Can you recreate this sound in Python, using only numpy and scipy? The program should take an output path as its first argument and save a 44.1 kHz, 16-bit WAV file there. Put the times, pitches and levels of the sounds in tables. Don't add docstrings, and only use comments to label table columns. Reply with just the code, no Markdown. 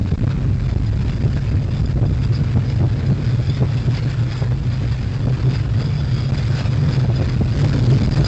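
import sys
import numpy as np
from scipy import signal
from scipy.fft import rfft, irfft, next_fast_len
from scipy.io import wavfile
from scipy.ndimage import uniform_filter1d, map_coordinates

SR = 44100
rng = np.random.default_rng(int(sys.argv[2]) if len(sys.argv) > 2 else 0)


def store_wav(level_fs):
    pcm = np.round(np.clip(np.atleast_2d(level_fs), -1, 1) * 32767)
    wavfile.write(sys.argv[1], SR, pcm.T.astype(np.int16))


N = 364707
TIME = np.arange(N) / SR
AROUND_S = np.arange(-SR // 5, SR // 5) / SR


# time in seconds, drone level in dB.
WHEEL_LOAD = [(0, -20.5), (.6, -17.5), (1.35, -18.5), (2, -18), (2.9, -18), (3.6, -21.5), (4.35, -22.5),
              (5.15, -20.5), (5.7, -20.5), (6.3, -18.5), (6.75, -16), (7.35, -18), (7.8, -12.5),
              (8.27, -17.5)]
# frequency in Hz, density in dB.
CAR_SPECTRUM = [(45, -30), (80, -9), (98, -1.5), (112, -2), (125, 0), (142, -1.5), (165, -21), (200, -17.5),
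                (260, -19.5), (370, -30.5), (480, -31), (700, -39), (1500, -49.5)]

def car_drone():
    load_db, = curves(WHEEL_LOAD)
    pitch = 1 + .045 * wobble(11)
    clock_s = np.cumsum(pitch / pitch.mean()) / SR
    resonance = np.interp(clock_s, TIME, noise(CAR_SPECTRUM))
    return amp(load_db) * steady(resonance, window_s=0.04)


# centre in seconds, pitch in Hz, level in dB.
SUPPORT_SWINGS = [(0.25, 123.7, -23), (0.469, 131.7, -24), (0.93, 114.4, -17), (1.239, 134.6, -17.5),
                  (1.57, 104.5, -19.5), (1.76, 131, -22), (2.05, 129, -19), (2.3, 108.2, -15.5),
                  (2.56, 121.4, -16.5), (2.8, 121.8, -17.5), (2.98, 136.4, -18.5), (3.11, 139.3, -17),
                  (3.32, 121.7, -13.5), (3.62, 122.6, -19.5), (3.75, 115, -19.5), (3.91, 125.2, -17),
                  (4.07, 122.5, -16), (4.23, 119.3, -13.5), (4.46, 114.8, -19), (4.7, 115.6, -19),
                  (4.881, 117.7, -17), (5.3, 124.4, -16.5), (5.49, 127.6, -18), (5.63, 119.5, -20),
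                  (5.78, 115.6, -13.5), (5.9, 131.7, -21), (6.12, 121.4, -19.5), (6.55, 125.3, -18.5),
                  (6.85, 134.1, -13), (7.02, 120.5, -20.5), (7.2, 114.8, -19), (7.66, 125.4, -18.5),
                  (7.92, 131.4, -13), (8.19, 134.8, -16)]

def supports(rise_hz_per_s=202, half_s=0.059, stumble_s=0.00082):
    hum = np.zeros(N)
    envelope = np.exp(-(AROUND_S / half_s) ** 2)
    for (s, hz, db), phase in zip(SUPPORT_SWINGS, rng.random(len(SUPPORT_SWINGS))):
        cycles = phase + hz * AROUND_S + rise_hz_per_s * AROUND_S ** 2 / 2
        add(hum, s, amp(db) * np.sqrt(2) * np.sin(2 * np.pi * cycles) * envelope)
    return np.interp(TIME + stumble_s * wobble(60), TIME, hum)


# centre in seconds, shake in dB, half length in seconds, rattle in dB.
RAIL_JOLTS = [(0.239, -11.5, 0.011, -24), (0.454, -13.5, 0.0078, -37), (0.507, -6.5, 0.0082, -27.5),
              (0.758, -14, 0.0081, -25), (1.267, -16, .018, -26), (1.369, -8.5, 0.0057, -20.5),
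              (1.55, -12, 0.0096, -30), (1.98, -14, 0.012, -24), (2.034, -11.5, 0.036, -24),
              (2.119, -17, 0.011, -25), (2.413, -11, 0.0073, -39), (2.573, -10, .016, -23),
              (2.833, -10, 0.03, -22), (3.111, -13, 0.021, -26), (3.4, -15, 0.015, -28.5),
              (3.496, -9, 0.015, -28.5), (3.631, -10.5, 0.023, -20.5), (3.887, -8.5, 0.015, -28.5),
              (4.424, -8, 0.0095, -23.5), (4.526, -14, 0.017, -28.5), (5.272, -8.5, 0.013, -20),
              (5.307, -16, 0.0077, -22.5), (5.469, -13.5, 0.023, -33.5), (6.506, -11, 0.0083, -27),
              (6.982, -9, 0.008, -25), (7.047, -22, 0.011, -25), (7.104, -12.5, 0.013, -21.5),
              (7.214, -10, 0.02, -20), (7.416, -5, 0.0075, -19), (7.645, -11.5, 0.014, -25),
              (7.924, -7, 0.0089, -29), (8.078, -13.5, 0.0087, -29), (8.192, -13.5, 0.026, -22.5)]

def jolts(drone, swing_top_hz=203):
    low = unit(filtered(drone, lambda hz: 1 / (1 + (hz / swing_top_hz) ** 8)))
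    analytic = signal.hilbert(low, next_fast_len(N))[:N]
    swing = analytic.real / np.hypot(np.abs(analytic), .3)
    shake, rattle = np.zeros((2, N))
    for s, shake_db, half_s, rattle_db in RAIL_JOLTS:
        blow = bump(s, half_s)
        shake += amp(shake_db) * blow
        rattle += amp(rattle_db) * blow
    return shake * swing + rattle * carriers(swing)


# frequency in Hz, density in dB.
CARRIER_SPECTRUM = [(150, -14.5), (265, 5), (400, -4), (600, -7.5), (1000, -18.5), (1800, -26.5)]

def carriers(swing, slap_share=0.58):
    upswings = unit(np.maximum(np.gradient(np.tanh(8 * swing)), 0))
    slaps = unit(coloured(upswings, CARRIER_SPECTRUM))
    return np.sqrt(slap_share) * slaps + np.sqrt(1 - slap_share) * noise(CARRIER_SPECTRUM)


# time in seconds, shove in dB, build-up in seconds, crack in dB.
PRESSURE_SLAMS = [(0.012, -3, 0.0043, -36.5), (.05, -7.5, 0.0041, -38), (.06, -11, 0.0099, -29.5),
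                  (.123, -4, .003, -37), (0.136, -3.5, 0.0089, -38), (0.146, -15, .005, -36.5),
                  (0.177, -10, 0.029, -34), (.21, -8, .009, -33.5), (.234, -8, 0.0049, -32.5),
                  (.269, -6.5, 0.013, -34), (0.277, -4, .004, -25.5), (0.761, -7.5, .009, -26.5),
                  (0.798, -10, 0.011, -33), (1.237, -5, 0.0063, -25.5), (1.372, -12, 0.0047, -25),
                  (1.542, -6.5, 0.0046, -33.5), (2.014, -4, .008, -32.5), (2.095, -10, 0.0098, -31.5),
                  (2.57, -4.5, 0.0053, -27.5), (3.116, -9, 0.0054, -28.5), (3.619, -3.5, 0.0062, -28.5),
                  (5.27, -9.5, 0.0078, -28.5), (6.321, -3.5, 0.0098, -26.5), (6.369, -10, 0.0081, -28.5),
                  (7.093, -10, 0.0027, -28.5), (7.364, -6, 0.0067, -38.5), (7.415, -3.5, 0.0026, -30.5),
                  (7.969, -5.5, .005, -24.5), (8.032, -6.5, .007, -26), (8.11, -7, 0.014, -26),
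                  (8.244, -13.5, 0.008, -15)]
# frequency in Hz, density in dB.
CRACK_SPECTRUM = [(200, -5), (650, 6), (1400, 1), (2500, -4.5), (5000, -16), (7500, -37)]

def slams(rumble, flip_s=.0012, relax_s=.003, duck_share=.6):
    shove, duck, crack = np.zeros((3, N))
    for s, shove_db, build_s, crack_db in PRESSURE_SLAMS:
        width_s = np.where(AROUND_S < 0, build_s, relax_s)
        envelope = np.exp(-(AROUND_S / width_s) ** 4)
        add(shove, s, amp(shove_db) * np.tanh(AROUND_S / flip_s) * envelope)
        add(duck, s, duck_share * envelope)
        add(crack, s, amp(crack_db) * decay(t60_s=0.0081))
    pressure = rumble * np.clip(1 - duck, 0, 1) + shove
    cracks = coloured(crack * rng.standard_normal(N), CRACK_SPECTRUM)
    return pressure, cracks


# time in seconds, level in dB.
GUST_LEVELS = [(0, -16), (.2, -10), (.35, -14), (1.3, -13), (1.65, -18.5), (1.95, -9.5), (2.3, -18),
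               (4.3, -22), (5.1, -18), (6.3, -19.5), (6.7, -21), (7.8, -14.5), (8.27, -12)]
# frequency in Hz, density in dB.
GUST_SPECTRUM = [(6, -24), (14, -4), (31, 2), (42, 0), (65, 1), (85, -22.5), (160, -15.5), (400, -56)]

def buffeting():
    level_db, = curves(GUST_LEVELS)
    return amp(level_db) * steady(noise(GUST_SPECTRUM), window_s=0.22)


# time in seconds, strength in dB.
AIRFLOW = [(0, -2), (.5, -3), (1.1, -0.5), (1.42, 0.5), (1.58, -2), (2, -2.5), (2.5, -1), (2.9, -1.5),
           (3.3, -.5), (4.2, 0), (4.42, 0), (4.55, -3), (4.8, -0.5), (5.4, 0), (5.7, -2), (5.95, 0),
           (6.3, 1.5), (6.6, 2.5), (6.9, 0.5), (7.42, 0), (7.6, 4.5), (8.27, 5.5)]
# centre in seconds, half length in seconds, extra hiss in dB, extra whistle in dB.
AIR_PUFFS = [(0.108, 0.018, 3, 8.5), (0.302, 0.2, 2.5, -8.5), (0.665, 0.062, 4.5, 7),
             (1.093, 0.048, 3, 5.5), (1.79, 0.051, 2.5, 13), (2.241, 0.025, 3.5, 16),
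             (2.359, 0.022, 3.5, 15.5), (2.703, 0.017, 5.5, 12.5), (3.295, .045, 3.5, 5),
             (3.493, 0.066, 0, 7), (3.56, 0.035, 3, 9), (3.757, 0.079, 3, 6), (3.961, 0.045, 5, 6.5),
             (4.11, .03, 3.5, 9), (4.358, 0.094, 2, 9.5), (4.745, 0.027, 5, 10.5), (4.904, 0.055, 3.5, 12),
             (5.543, 0.069, 5.5, 9), (5.825, 0.074, 3, 9), (6.16, 0.071, 2, 6.5), (6.622, 0.11, 1.5, 5),
             (6.94, 0.055, 6, 12), (7.168, 0.016, 5, 11.5), (7.278, 0.057, 5, 10)]
# frequency in Hz, density in dB.
HISS_SPECTRUM = [(150, -2.5), (400, 8), (700, 1), (1200, -0.5), (1450, 2), (2000, -2), (2450, -1.5),
                 (3000, -7), (4300, -9), (8000, -33)]
# frequency in Hz, density in dB.
FIZZ_SPECTRUM = [(1500, -24), (3000, -2.5), (3800, 0), (4400, 2), (5200, -1), (5700, -5), (7300, -6.5),
                 (8100, -14.5), (8800, -45)]

def airstream():
    flow_db, = curves(AIRFLOW)
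    hiss_db = -37.5 + flow_db
    whistle_db = -51 + 1.7 * flow_db
    relative_fizz_db = -13 + 0.95 * flow_db
    for s, half_s, extra_hiss_db, extra_whistle_db in AIR_PUFFS:
        puff = bump(s, half_s)
        hiss_db += extra_hiss_db * puff
        whistle_db += extra_whistle_db * puff
    flutter = amp(1.6 * wobble(60) + wobble(260))
    hiss = eddies(noise(HISS_SPECTRUM) + amp(relative_fizz_db) * noise(FIZZ_SPECTRUM), depth_db=2.0)
    return flutter * (amp(hiss_db) * hiss + amp(whistle_db) * whistle())


# centre in Hz, half width in Hz, relative level in dB.
EDGE_TONES = [(3483, 170, -5.5), (4886, 240, 0), (6500, 230, -19), (7240, 180, -18)]

def whistle():
    drift_s = np.cumsum(.006 * wobble(22)) / SR
    tones = np.zeros(N)
    for centre_hz, width_hz, db in EDGE_TONES:
        band = unit(noise_band(centre_hz, width_hz))
        tones += amp(db + 1.9 * wobble(31)) * band
    wavering = np.interp(TIME + drift_s, TIME, eddies(tones, depth_db=3.0))
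    chatter = amp(1.9 * wobble(110))
    return unit(chatter * wavering)


def eddies(x, depth_db):
    spectra = signal.stft(x, nperseg=1024)[2]
    patches = uniform_filter1d(rng.standard_normal(spectra.shape), size=4, axis=0)
    patches = uniform_filter1d(patches, size=6, axis=1)
    return unit(signal.istft(spectra * amp(depth_db * unit(patches)), nperseg=1024)[1][:N])


# time in seconds, pitch in Hz, level in dB.
WHISTLE_GLIDE = [(5.68, 4910, -75), (5.8, 4850, -46), (6, 4875, -43), (6.07, 4720, -52),
                 (6.14, 4746, -42.5), (6.27, 4690, -44.5), (6.32, 4810, -57), (6.38, 4790, -49),
                 (6.62, 4780, -51), (6.95, 4880, -51.5), (7.3, 4950, -79)]
# multiple of the pitch, relative level in dB.
WHISTLE_PARTIALS = [(.705, -1.5), (1, -0.5), (1.075, -5.5)]

def ringing_whistle():
    pitch_hz, level_db = curves(WHISTLE_GLIDE)
    pitch_hz *= 1 + 0.0026 * wobble(25)
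    partials = sum(amp(db) * rough_tone(ratio * pitch_hz) for ratio, db in WHISTLE_PARTIALS)
    return amp(level_db) * unit(partials)


# start in seconds, level in dB.
STEEL_TAPS = [(.862, -33.5), (1.349, -37), (1.857, -35.5), (2.061, -35.5), (3.064, -34), (3.263, -41.5),
              (3.495, -29.5), (6.375, -32), (7.156, -28), (8.033, -28), (8.046, -38.5), (8.177, -34),
              (8.244, -22.5)]
# frequency in Hz, relative level in dB.
STEEL_MODES = [(3480, -5.5), (4100, -11), (4900, 1.5), (6900, -13.5)]

def chinks(attack_s=0.0021, detune_share=0.0073, scatter_db=2):
    ringing = np.zeros(N)
    envelope = decay(t60_s=0.054) * (1 - np.exp(-np.abs(AROUND_S) / attack_s))
    for s, tap_db in STEEL_TAPS:
        for hz, mode_db in STEEL_MODES:
            detune, scatter = rng.standard_normal(2)
            mode = np.sin(2 * np.pi * hz * (1 + detune_share * detune) * AROUND_S)
            add(ringing, s, amp(tap_db + mode_db + scatter_db * scatter) * envelope * mode)
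    roughness = amp(4.9 * wobble(380))
    return ringing * roughness


def microphone(pressure, push_limit=0.4, pull_limit=0.26, knee=2.9, leak=0.031, cut_hz=75.2, q=0.78):
    limit = np.where(pressure > 0, push_limit, pull_limit)
    flattened = pressure / (1 + np.abs(pressure / limit) ** knee) ** (1 / knee) + leak * pressure
    lopsided = flattened + 0.47 * flattened ** 2
    return filtered(lopsided, lambda hz: -hz ** 2 / (cut_hz ** 2 - hz ** 2 + 1j * hz * cut_hz / q))


def amp(db):
    return 10 ** (np.asarray(db) / 20)


def unit(x):
    return x / np.sqrt(np.mean(x ** 2) + 1e-20)


def curves(rows):
    s, *columns = np.transpose(rows)
    return [np.interp(TIME, s, column) for column in columns]


def wobble(knots_per_s):
    coarse_s = np.linspace(0, TIME[-1], N // 32)
    knots = rng.standard_normal(len(coarse_s))
    return np.interp(TIME, coarse_s, map_coordinates(knots, [coarse_s * knots_per_s + 2], mode="wrap"))


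def filtered(x, response):
    size = next_fast_len(N + SR // 2)
    return irfft(rfft(x, size) * response(np.fft.rfftfreq(size, 1 / SR)), size)[:N]


def coloured(x, spectrum):
    points_hz, db = np.transpose(spectrum)
    gain = lambda hz: amp(np.interp(np.log(hz + 1), np.log(points_hz + 1), db, right=-120))
    return np.std(x) * unit(filtered(x, gain))


def noise(spectrum):
    return coloured(rng.standard_normal(N), spectrum)


def noise_band(centre_hz, width_hz):
    return filtered(rng.standard_normal(N), lambda hz: 1 / (1 + ((hz - centre_hz) / width_hz) ** 2))


def rough_tone(pitch_hz, width_hz=58):
    phase = 2 * np.pi * np.cumsum(pitch_hz) / SR
    return unit(noise_band(0, width_hz) * np.cos(phase) + noise_band(0, width_hz) * np.sin(phase))


def steady(x, window_s):
    power = np.abs(uniform_filter1d(x ** 2, int(window_s * SR) + 1))
    power = uniform_filter1d(power, int(window_s * SR / 2) + 1)
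    return unit(x / np.sqrt(power + 1e-6))


def add(track, s, shape):
    at = round(s * SR) - len(shape) // 2 + np.arange(len(shape))
    inside = (at >= 0) & (at < N)
    track[at[inside]] += shape[inside]


def bump(s, half_s):
    track = np.zeros(N)
    add(track, s, np.exp(-(AROUND_S / half_s) ** 2))
    return track


def decay(t60_s):
    return (AROUND_S >= 0) * np.exp(-np.log(1000) * np.abs(AROUND_S) / t60_s)


def scene():
    drone = car_drone() + supports()
    rumble, cracks = slams(drone + jolts(drone) + buffeting())
    overloaded = microphone(rumble + airstream() + ringing_whistle())
    return (overloaded + cracks + chinks())[None]


# frequency in Hz, level in dB.
MOTOR_TONES = [(5755, -71), (7193, -75), (7913, -77)]
# frequency in Hz, density in dB.
SELF_NOISE_SPECTRUM = [(100, -1), (2000, -0.5), (5000, -3.5), (7500, -2), (8700, -24)]

def record(dry, hiss_db=-57.0, top_hz=8750):
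    whine = sum(amp(db) * np.sqrt(2) * np.sin(2 * np.pi * hz * TIME) for hz, db in MOTOR_TONES)
    hiss = amp(hiss_db) * noise(SELF_NOISE_SPECTRUM)
    return filtered(dry[0] + whine + hiss, lambda hz: hz < top_hz)[None]


dry = scene()
out = record(dry)
store_wav(out)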